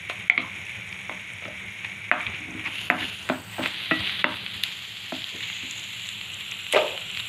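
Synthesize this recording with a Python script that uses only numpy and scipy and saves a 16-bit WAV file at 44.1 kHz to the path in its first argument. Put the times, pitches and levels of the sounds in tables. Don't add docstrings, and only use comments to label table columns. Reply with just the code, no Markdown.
import sys
import numpy as np
from scipy import signal
from scipy.fft import rfft, irfft
from scipy.io import wavfile
from scipy.ndimage import uniform_filter1d, minimum_filter1d

SR = 44100
rng = np.random.default_rng(int(sys.argv[2]) if len(sys.argv) > 2 else 0)


def nominal_scale(level):
    x = np.asarray(level, float) / 20
    return 10 ** x


def persist_wave(psi):
    counts = np.round(np.clip(psi, -1, 1) * 32767).astype(np.int16)
    wavfile.write(sys.argv[1], SR, np.atleast_2d(counts).T)


N = 321224

# t [s], position among the seven grips [0-6]
GRIP_PATH = [(0, 0), (2.58, 0), (2.84, 1), (3.14, 1), (3.36, 2), (3.58, 2), (3.78, 3), (4.4, 3), (4.75, 4),
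             (5.25, 4), (5.5, 5), (6.5, 6), (7.28, 6)]
# f [Hz], level [dB per Hz]
PORT_BODY = [
    [(530, -47.5), (900, -26), (1400, -26), (2270, -2.5), (2850, -13.5), (3700, -17), (4400, -31),
     (7150, -34)],
    [(530, -56), (900, -19), (1100, -16.5), (2200, -4), (2800, 5.5), (5500, -15), (7150, -67)],
    [(530, -25), (900, -6), (1260, -13), (1930, -2), (2800, 0.5), (5500, -13), (7150, -72)],
    [(530, -23.5), (900, -21.5), (1700, -12), (1980, -6.5), (3260, -1.5), (4000, -4.5), (5500, -33),
     (7150, -33)],
    [(530, -25), (900, -16), (1640, -10), (1820, -4.5), (2300, -1.5), (3240, 4), (5500, -9.5), (7150, -42)],
    [(530, -37), (900, -17), (1450, -18.5), (2070, -2), (2850, 1), (3940, -2), (5500, -20), (7150, -62)],
    [(530, -49), (900, -29), (1730, -21), (2850, -5.5), (3970, -12.5), (5500, -37), (7150, -66)],
]
# f [Hz], level [dB per Hz]
PORT_TREBLE = [
    [(4750, -17), (5610, -3.5), (6150, -7.5), (6640, 1.5), (7570, -14.5), (8340, -5.5), (9320, -14.5),
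     (10200, -6), (11300, -11.5), (12200, -20.5)],
    [(2710, -11), (5720, -5.5), (6910, 2.5), (7800, -11), (9710, 0), (11600, -4), (13900, -14),
     (15500, -25)],
    [(4600, -1), (5200, -13), (6940, -6), (8010, -2), (8470, -3), (10200, -15.5), (13300, -8), (15500, -11)],
    [(2710, -35), (4600, -0.5), (5300, -18), (6180, -15.5), (7690, -18), (11400, -15), (13200, -22),
     (15500, -36)],
    [(2710, -39), (4600, -3), (5200, -23), (5930, -7.5), (7160, 0.5), (8600, -14), (11800, -7.5),
     (15500, -25)],
    [(2710, -45), (4600, -12), (5550, -15), (6870, 4.5), (7230, 1), (8680, -18.5), (11800, -14),
     (15500, -23)],
    [(4910, -18), (5580, -10.5), (6430, -9), (6840, -2), (7460, 3), (8550, -14), (11500, -6), (15500, -25)],
]
SPLIT_HZ = 3930
# sizzle treble level [dB], flame level [dB]
GRIP_LEVELS = [(-55, -46.5), (-50.5, -43), (-47, -44.5), (-51.5, -47.5), (-51.5, -52.5), (-46.5, -51),
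               (-50, -49)]
GRIP_ECHO = [1, 1.5, 1.5, -0.5, -2.5, 4, -2]

# t [s], level [dB]
FRYING_VIGOUR = [(0, -40.5), (.28, -41.5), (.5, -41), (2.09, -41), (2.37, -42.5), (2.49, -42.5), (2.8, -36),
                 (2.97, -45), (3.28, -42.5), (3.42, -49.5), (3.6, -40), (3.79, -42.5), (4.05, -33.5),
                 (4.34, -39), (4.83, -41), (5.56, -37), (5.82, -39), (7.28, -38)]
USUAL_DB, TREBLE_FOLLOWS = -39.5, 0.44
# t [s], body gain [dB], treble gain [dB], fading time [s]
FLARE_UPS = [(.1, 7.5, 10.5, 0.017), (0.384, 14, -10, 0.016), (2.125, 4, 2.5, 0.28), (3.0, 11, 3.5, 0.18),
             (3.63, 10.5, 4.5, 0.22), (4.2, 5, 4, 0.011), (4.64, 7.5, 7, 0.065), (5.25, -2, 1, 0.02),
             (.7, 2.5, 2, 0.044), (.92, 1, 3, 0.024), (1.85, 1.5, 1, 0.044), (2.21, 3.5, 0, 0.046),
             (2.27, 5.5, -0.5, .03), (2.34, 3, -1, .04), (2.78, 0, 1.5, 0.023), (4.07, 3.5, 4, 0.059),
             (4.4, 1, -1, 0.034), (4.55, 3.5, 4, 0.04), (5.43, 3, -1, 0.049), (6.1, 2.5, 3, 0.046),
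             (6.52, 1.5, -1, 0.028), (7.02, 0, 1.5, 0.022), (7.11, 1.5, 0, .03), (5.54, 0, -1.5, 0.077),
             (5.7, 0.5, 2, 0.22), (6.729, 10, 16, 0.018), (6.768, 11.5, 0, 0.02), (6.89, 1, 2.5, 0.043),
             (7.18, 1.5, 0.5, 0.036)]
FLARE_RISE_S = 0.013
BOILING_DB = 2.0
# f [Hz], level [dB per Hz]
HUM_SPECTRUM = [(18, -41), (30, -8.5), (48, -24), (66, -10.5), (108, 3), (140, -10), (194, -1.5),
                (252, -21.5), (299, -18.5), (371, -15), (414, -17.5), (590, -18.5), (1200, -19.5),
                (1560, -12.5), (2640, -120)]
# t [s], level above the flame [dB]
STOVE_JOLTS = [(.38, -5), (1.3, 3), (2.279, 9.5), (2.551, 6), (3.33, 1), (4.0, 14), (4.2, 5), (4.56, 5.5),
               (5.14, 10), (5.5, 1.5), (5.76, 6)]
JOLT_RISE_S, JOLT_FADE_S = 0.013, 0.05
# start t [s], length [s], level above the resting rustle [dB]
BLADE_DRAGS = [
    (.28, 0.22, -13),
    (2.1, 0.99, 23),
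    (2.961, 0.17, 30),
    (3.592, 0.11, 35),
    (3.9, 0.21, 25),
    (5.6, 0.12, 14),
    (6.74, 0.31, -2),
]
RUSTLE_DB, DRAG_PEAK = -63.5, 0.41

# t [s], peak level [dB], f [Hz]
SMALL_SPITS = [(0.0965, -32, 6800), (0.2996, -9, 6100), (2.2145, -24, 8400), (2.5082, -26, 6400),
               (2.899, -17, 12400), (2.9097, -21, 6800), (3.29, -21, 7100), (3.512, -28, 7700),
               (3.6202, -36, 7800), (4.636, -8, 11000), (4.6358, 6, 3400), (5.4026, -31, 6850),
               (5.4725, -28, 7060), (5.71, -10, 6960), (5.7957, -19, 7300), (5.8396, -21, 7030),
               (6.0701, -21, 7230), (6.0903, -13, 7900), (6.318, -24, 6970), (6.343, -18, 7380),
               (6.5136, -17, 6700), (6.5685, -26, 7010), (6.725, -6, 8900), (6.766, -26, 7700),
               (7.007, -23, 7490), (7.113, -20, 7400), (7.173, -11, 3900), (.4796, -32, 6630),
               (0.652, -26, 6660), (.8912, -29, 6480), (.927, -26, 5000), (1.218, -35, 8400),
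               (1.326, -32, 10100), (1.3347, -24, 8430), (1.4489, -32, 5350), (1.4819, -29, 5680),
               (1.7123, -31, 6700), (1.9478, -33, 6700), (2.2995, -32, 6610), (3.228, -28, 6000),
               (3.256, -30, 9800), (3.29, -24, 4500), (3.29, -30, 12500), (2.852, -31, 11300),
               (4.005, -25, 7800), (4.02, -28, 9000)]
# t [s], peak level [dB]
LARGE_SPITS = [(0.927, -17), (1.4522, -19), (1.847, -17), (1.849, -13), (1.9187, -19), (2.206, -13),
               (2.263, -33), (2.5955, -15), (2.7836, -18), (1.0944, -26), (4, -19), (4.095, -8),
               (4.4637, -12), (4.6358, -9), (4.637, -9), (5.2196, -20), (5.2421, -13), (5.4065, -15.5),
               (5.5295, -19.5), (5.7822, -20), (6.089, -14), (6.2126, -13.5), (6.365, -22), (6.5205, -15),
               (6.5404, -18), (6.6664, -15), (6.726, -6.5), (6.8801, -13.5), (6.9067, -20), (6.918, -21),
               (6.922, -19), (6.977, -10.5), (7.017, -17), (6.7305, -14), (2.266, -8.5), (4.074, -8),
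               (4.126, -13), (7.173, -9.5), (7.199, -9.5)]
SPLASH_SHARE = 0.16

# t [s], crack peak [dB], crack f [Hz], pan thud above crack [dB], pan ring above crack [dB]
EDGE_SOFT_KNOCKS = [(0.0979, -10, 2500, -64, -22), (1.0952, -20, 950, -18, -30),
                    (1.1115, -29, 624, -22, -30), (1.1195, -35, 700, -20, -30),
                    (3.2902, -11, 1900, -20, -14), (1.4226, -30, 2300, -29, 4.5),
                    (1.4547, -19, 2140, -19, -3), (2.5451, -34, 2240, 5.5, -30),
                    (3.2982, -9.5, 1560, -8, -2.5), (3.583, -27, 1500, -6, 7), (3.592, -29, 1500, 6, 10),
                    (3.607, -25, 1300, -5, -3), (3.6597, -6, 2320, -26, -10), (3.9113, -6, 1950, -13, -9),
                    (3.9128, -8, 1700, -30, -10), (3.9177, -8, 1930, -13, -5.5),
                    (4.342, -17, 2240, -33, -28), (5.1222, -21, 1500, -5, 2), (5.3411, -29, 2800, -9.5, -1),
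                    (5.501, -18, 2460, -52, -21), (5.629, -22, 2740, -15.5, -19)]
BLADE_FLAT_KNOCKS = [
    (.2980, 12, 2200, -50, -34),
    (.3771, -2.5, 2230, -25, -17),
]
EDGE_HARD_KNOCKS = [
    (2.1143, 9, 1900, -33, -8),
    (2.9009, 8, 1980, -25, -8),
    (4.2424, 7, 1950, -25, -10),
]
FLAT_CYCLES, HARD_CYCLES, SOFT_CYCLES = 2.34, 0.65, 0.4
# f [Hz], level [dB], t60 [s]
STAND_MODES = [(190, -16, 0.16), (266.7, -4, 0.17), (314, -1.5, 0.15), (390, -14, 0.11)]
# f [Hz], level [dB], t60 [s]
WALL_MODES = [(555, -14, .035), (628, -10, .035), (710, -11, .06), (860, -10, .035), (996, -10, .035),
              (1330, -12, .035), (1560, -14, .03), (1945, -18, .05), (2390, -17, .025), (2610, -17, .025)]
# t [s], level [dB], f [Hz], t60 [s]
BARE_METAL_NOTES = [(1.0955, -21, 2150, .015), (0.0982, -27, 720, 0.03), (.0982, -24, 1000, .015),
                    (0.11, -23, 2460, .015), (.098, -20.5, 1520, 0.013), (.299, -22, 720, 0.09),
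                    (.303, -20, 2180, 0.22), (.303, -23, 2000, 0.17), (0.299, -21, 1390, 0.046),
                    (.299, -19, 790, 0.02), (.2985, -3, 3200, 0.0066), (.3775, -14.5, 3300, 0.01),
                    (.378, -16, 1200, 0.012), (.3775, -20, 3800, .006), (.386, -32, 2330, .03),
                    (3.299, -11.5, 628, 0.026), (3.2985, -11, 1550, 0.015), (3.2985, -24, 3200, .01),
                    (3.2985, -18, 2430, 0.019), (3.301, -24, 300, .06), (3.594, -21, 620, .025),
                    (4.243, -6, 2700, 0.014), (4.243, -7, 3400, 0.006), (4.244, -11, 1920, .02),
                    (4.243, -7.5, 950, 0.015), (4.246, -14.5, 604, 0.032), (2.902, -14, 2540, 0.02),
                    (2.9095, -15, 2600, .025), (2.902, -18, 711, 0.07), (2.902, -20, 640, .04),
                    (2.902, -24, 1001, .1), (2.1155, -18, 940, .04), (2.1155, -17, 711, .08),
                    (2.1155, -20, 624, .08), (2.123, -14, 2500, .035), (3.913, -19.5, 1948, 0.3),
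                    (3.916, -28, 1338, 0.13), (3.913, -21, 2600, 0.08), (3.917, -19, 640, .04),
                    (5.123, -20, 650, .03), (2.1147, -11, 1050, .012), (2.9012, -16, 1050, .01),
                    (3.584, -22, 700, .02), (.39, -40, 520, .15), (.39, -36, 680, .16)]
ROCK_S, HARD_TOP_HZ, BLADE_TOP_HZ = .003, 3100, 4100
# t [s], rms level [dB], f [Hz], length [s]
EDGE_RUBS = [(1.41, -37.5, 720, 0.12), (1.825, -27, 2750, 0.059), (2.4, -33, 2700, 0.07),
             (3, -45, 400, 0.08), (2.63, -22, 2800, 0.07), (2.634, -33.5, 1320, 0.068),
             (2.965, -25.5, 2900, 0.059), (3, -23.5, 2320, 0.054), (3.613, -33, 3600, 0.032),
             (5.105, -65, 900, 0.018), (5.302, -42, 520, 0.13), (6.731, -16, 2900, 0.028),
             (6.752, -17, 2400, 0.016), (6.762, -22, 2880, 0.042), (6.79, -35, 2500, 0.042),
             (6.725, -28, 2700, 0.024), (6.755, -28, 3900, 0.025), (6.775, -26, 3400, 0.04),
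             (2.33, -28, 3200, 0.027), (4.55, -40.5, 307, 0.046), (3.168, -62, 900, 0.079),
             (3.3, -30, 1900, .07), (2.14, -31, 1600, .13), (.39, -38, 1400, .12), (6.82, -29, 1300, .025),
             (6.9, -38, 800, .1), (6.733, -24, 420, .02), (2.95, -36, 1100, .08), (3.59, -31, 1400, .05),
             (3.582, -29, 1900, .02), (1.824, -42, 1060, 0.037)]

# low f [Hz], high f [Hz], t60 [s], level [dB]
KITCHEN_BANDS = [(147, 270, 0.31, -13), (305, 650, 0.28, -15), (648, 1300, 0.27, -11),
                 (1450, 3600, 0.17, -32), (2800, 4400, 0.15, -10.5), (4500, 12000, 0.64, -19)]
BLOW_LOW_HZ = 213
# t [s], f [Hz], rms level [dB]
CAVITY_GLIDE = [
    (3.16, 6700, -85),
    (3.23, 6800, -60),
    (3.35, 7900, -58),
    (3.6, 8050, -57),
    (3.71, 7000, -57),
    (3.8, 6860, -85),
]
CAVITY_WIDTH_HZ = 500
# t [s], peak level [dB]
VESSEL_BLOWS = [(6.736, -14), (6.7395, -18), (6.746, -19), (6.7505, -23), (6.759, -16), (6.761, -15),
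                (6.766, -9), (6.771, -12), (6.776, -14), (6.782, -21), (6.791, -31), (6.799, -30),
                (6.811, -42), (6.822, -39), (6.836, -25), (6.847, -32), (6.862, -42), (6.921, -33)]
# f [Hz], level [dB], t60 [s]
VESSEL_MODES = [(425, -18, 0.1), (512, -8, 0.07), (555, -4, 0.07), (628, -4, 0.05), (663, -4, 0.06),
                (760, -7, 0.03), (900, -4, 0.03), (1010, -10, 0.02), (1220, -5, 0.02), (1580, -5, 0.015),
                (2020, -12, 0.021), (2450, -3, 0.037), (3230, -14, 0.017)]
VESSEL_LOW_HZ = 300

MIC_LOW_HZ, TOP_HZ = 66.6, 15780
CEILING_DB, RELEASE_DB_PER_S, AHEAD_S = -.6, 120, .016


def rms_one(x):
    return x / np.sqrt(np.mean(x ** 2) + 1e-20)


def in_time(rows):
    s, *columns = np.transpose(rows)
    return [np.interp(np.arange(N) / SR, s, c) for c in columns]


def by_grip(values):
    return np.interp(in_time(GRIP_PATH)[0], np.arange(len(values)), values)


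def surge(at, rise_s, fade_s):
    age = np.arange(N) / SR - at
    rise = np.maximum(1 + age / max(rise_s, 1e-3), 0)
    fade = np.exp(-np.maximum(age, 0) / max(fade_s, 1e-3))
    return np.where(age < 0, rise, fade)


def drift(rate):
    r = np.exp(-2 * np.pi * rate / SR)
    noise = rng.standard_normal(N + SR)
    return rms_one(signal.lfilter([1], [1, -2 * r, r * r], noise)[SR:])


def band(x, low_hz, high_hz):
    return signal.sosfilt(signal.butter(2, [low_hz, high_hz], "band", fs=SR, output="sos"), x)


def lowpass(x, hz):
    return signal.sosfilt(signal.butter(4, hz, fs=SR, output="sos"), x)


def highpass(x, hz):
    return signal.sosfilt(signal.butter(4, hz, "high", fs=SR, output="sos"), x)


def colour(x, spectrum, size=4096):
    hz, level_db = np.transpose(spectrum)
    grid = np.maximum(np.arange(size // 2 + 1) * SR / size, 1)
    cepstrum = irfft(np.log(nominal_scale(np.interp(np.log(grid), np.log(hz), level_db))))
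    cepstrum[1:size // 2] *= 2
    cepstrum[size // 2 + 1:] = 0
    response = irfft(np.exp(rfft(cepstrum)))
    return signal.oaconvolve(x, response)[:len(x)]


def clicks(seconds, gains):
    out = np.full(N, 1e-18)
    np.add.at(out, np.round(np.asarray(seconds) * SR).astype(int), gains)
    return out


def ring(x, hz, t60):
    r, w = nominal_scale(-60 / (t60 * SR)), 2 * np.pi * hz / SR
    return signal.lfilter([0, np.sin(w)], [1, -2 * r * np.cos(w), r * r], x)


def strike(seconds, level_db, modes, spread_db):
    chance = rng.standard_normal((len(seconds), len(modes)))
    out = 0
    for k, (hz, db, t60) in enumerate(modes):
        blows = clicks(seconds, nominal_scale(level_db + db + spread_db * chance[:, k]))
        out = out + ring(blows, hz, t60)
    return out


def grains(per_s, size_db):
    sizes = nominal_scale(size_db * np.minimum(rng.exponential(1, N), 5.0))
    sizes = sizes * rng.choice([-1, 1], N)
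    return rms_one(sizes * (rng.random(N) < per_s / SR))


def through_port(x, colours, side):
    grip, = in_time(GRIP_PATH)
    split = signal.butter(4, SPLIT_HZ, side, fs=SR, output="sos")
    out = 0
    for k, spectrum in enumerate(colours):
        answer = signal.sosfilt(split, colour(clicks([0], 1)[:1024], spectrum))
        heard = signal.oaconvolve(x, answer / np.linalg.norm(answer))[:N]
        out = out + np.clip(1 - abs(grip - k), 0, 1) * heard
    return out


def frying():
    vigour_db, = in_time(FRYING_VIGOUR)
    treble_db = by_grip([row[0] for row in GRIP_LEVELS]) + TREBLE_FOLLOWS * (vigour_db - USUAL_DB)
    flares = sum(np.outer([body, treble], surge(at, FLARE_RISE_S, fade))
                 for at, body, treble, fade in FLARE_UPS)
    return vigour_db + flares[0], treble_db + flares[1]


def sizzle(body_db, treble_db):
    boiling = drift(13.3)
    large = grains(1500 * nominal_scale(4.0 * drift(40)), size_db=3.5) * nominal_scale(BOILING_DB * boiling)
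    small = 0
    edges = np.geomspace(4000, 17000, 6)
    for low_hz, high_hz in zip(edges, edges[1:]):
        bursts = grains(900 * nominal_scale(6.9 * drift(50)), size_db=3.0)
        small = small + band(bursts, low_hz, high_hz)
    small = rms_one(small) * nominal_scale(1.0 * boiling)
    body = large + nominal_scale(3.5) * rng.standard_normal(N)
    treble = 0.77 * large + small + nominal_scale(1.5) * rng.standard_normal(N)
    body = through_port(rms_one(body), PORT_BODY, "low")
    treble = through_port(rms_one(treble), PORT_TREBLE, "high")
    return nominal_scale(body_db + 3.0) * body + nominal_scale(treble_db - 1.5) * treble


def hum():
    level_db = by_grip([row[1] for row in GRIP_LEVELS])
    level_db = level_db + sum(db * surge(at, JOLT_RISE_S, JOLT_FADE_S) for at, db in STOVE_JOLTS)
    noise = rms_one(colour(rng.standard_normal(N), HUM_SPECTRUM))
    return nominal_scale(level_db + 1.5 * drift(8.2)) * noise


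def dragging():
    t = np.arange(N) / SR
    return RUSTLE_DB + sum(np.interp(t, [at, at + DRAG_PEAK * length, at + length], [0, db, 0])
                           for at, length, db in BLADE_DRAGS)


def scrape(level_db):
    rough = grains(900, size_db=5.0)
    modes = STAND_MODES[1:] + WALL_MODES[:5]
    sound = sum(nominal_scale(db) * ring(rough, hz, 0.61 * t60) for hz, db, t60 in modes)
    return nominal_scale(level_db - 3.5) * rms_one(sound)


def spits():
    out = np.zeros(N)
    spray = rng.standard_normal((len(LARGE_SPITS), 200)) * np.exp(-np.arange(200) / 40.0)
    splashes = SPLASH_SHARE * spray + clicks([0], 0.77)[:200]
    for (at, db), splash in zip(LARGE_SPITS, splashes):
        out[round(at * SR):][:200] += nominal_scale(db + 7.5) * splash / np.linalg.norm(splash)
    out = through_port(out, PORT_BODY, "low")
    bursts = rng.standard_normal((len(SMALL_SPITS), 300)) * np.exp(-np.arange(300) / 53.0)
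    for (at, db, hz), burst in zip(SMALL_SPITS, bursts):
        tick = band(burst, 0.86 * hz, 1.105 * hz)
        out[round(at * SR):][:300] += nominal_scale(db - 12.0) * tick / abs(tick).max()
    return out


def knocks():
    tables = [BLADE_FLAT_KNOCKS, EDGE_HARD_KNOCKS, EDGE_SOFT_KNOCKS]
    rows = np.vstack(tables)
    decays = np.repeat([FLAT_CYCLES, HARD_CYCLES, SOFT_CYCLES], [len(table) for table in tables])
    s, peak_db, _, thud_db, ring_db = rows.T
    rock = np.hanning(round(ROCK_S * SR))
    thud = strike(s + 0.0027, peak_db + thud_db + 2.0, STAND_MODES, spread_db=1)
    thud = signal.oaconvolve(thud, rock / rock.sum())[:N]
    out = signal.lfilter([.004], [1, -.996], thud * 12.2)
    out += strike(s, peak_db + ring_db - 9.0, WALL_MODES, spread_db=3)
    out += sum(ring(clicks([at], nominal_scale(db)), hz, t60) for at, db, hz, t60 in BARE_METAL_NOTES)
    t = np.arange(SR // 50) / SR
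    for (at, db, hz, *_), cycles in zip(rows, decays):
        age = 1.5 * t * hz / cycles
        crack = (age / 2) ** 2 * np.exp(2 - age) * np.sin(2 * np.pi * hz * t)
        if cycles == HARD_CYCLES:
            crack = lowpass(crack, HARD_TOP_HZ)
        out[round(at * SR):][:len(t)] += nominal_scale(db) * crack
    return lowpass(out, BLADE_TOP_HZ)


def kitchen(x):
    t = np.arange(SR // 2) / SR
    echo = 0
    for low_hz, high_hz, t60, db in KITCHEN_BANDS:
        tail = band(rng.standard_normal(len(t)), low_hz, high_hz)
        tail = tail * nominal_scale(-60 * t / t60) * (1 - np.exp(-t / 0.00026))
        width = np.sqrt(2 * (high_hz - low_hz) / SR)
        echo = echo + nominal_scale(db) * tail / np.linalg.norm(tail) * width
    return signal.oaconvolve(x, echo)[:N]


def rubs():
    out, rough = np.zeros(N), grains(3300, size_db=5.0)
    for at, db, hz, length in EDGE_RUBS:
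        span = slice(round(at * SR), round((at + length) * SR))
        stroke = rms_one(band(rough[span], 0.68 * hz, 0.93 * hz))
        out[span] += nominal_scale(db - 7.5) * stroke * np.hanning(span.stop - span.start)
    return out


def cavity():
    hz, level_db = in_time(CAVITY_GLIDE)
    narrow = signal.butter(2, CAVITY_WIDTH_HZ / 2, fs=SR, output="sos")
    hiss = signal.sosfilt(narrow, rng.standard_normal((2, N)))
    phase = 2 * np.pi * np.cumsum(hz) / SR
    return nominal_scale(level_db) * rms_one(hiss[0] * np.cos(phase) + hiss[1] * np.sin(phase))


def clatter():
    s, peak_db = np.transpose(VESSEL_BLOWS)
    dying = signal.lfilter([1], [1, -nominal_scale(-60 / (.42 * SR))], clicks(s, nominal_scale(peak_db - 63)))
    chatter = dying * grains(1500, size_db=1.5)
    rattle = strike(s, peak_db, VESSEL_MODES, spread_db=6.5)
    rattle = rattle + sum(nominal_scale(db + 19.0) * ring(chatter, hz, t60) for hz, db, t60 in VESSEL_MODES)
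    return highpass(nominal_scale(-8.0) * rattle, VESSEL_LOW_HZ)


def scene():
    blows = knocks() + clatter() + rubs()
    echo = nominal_scale(7.5 + by_grip(GRIP_ECHO)) * kitchen(blows)
    blows = highpass(blows + echo, BLOW_LOW_HZ)
    mix = sizzle(*frying()) + hum() + scrape(dragging()) + spits() + blows + cavity()
    return mix[None]


def band_limit(x):
    return signal.sosfilt(signal.butter(12, 16440, fs=SR, output="sos"), x)


def record(dry):
    bass_cut = signal.butter(2, MIC_LOW_HZ, "high", fs=SR, output="sos")
    top_cut = signal.cheby2(22, 50, TOP_HZ, fs=SR, output="sos")
    heard = signal.sosfilt(np.vstack([bass_cut, top_cut]), dry)
    ahead = round(AHEAD_S * SR)
    over_db = np.maximum(20 * np.log10(abs(heard[0]) + 1e-9) - CEILING_DB, 0)
    early = -minimum_filter1d(-over_db, ahead, origin=-(ahead // 2))
    release = RELEASE_DB_PER_S * np.arange(N) / SR
    held = np.maximum.accumulate(early + release) - release
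    mix = heard * nominal_scale(-uniform_filter1d(held, size=101, origin=50))
    return band_limit(mix)


dry = scene()
out = record(dry)
persist_wave(out)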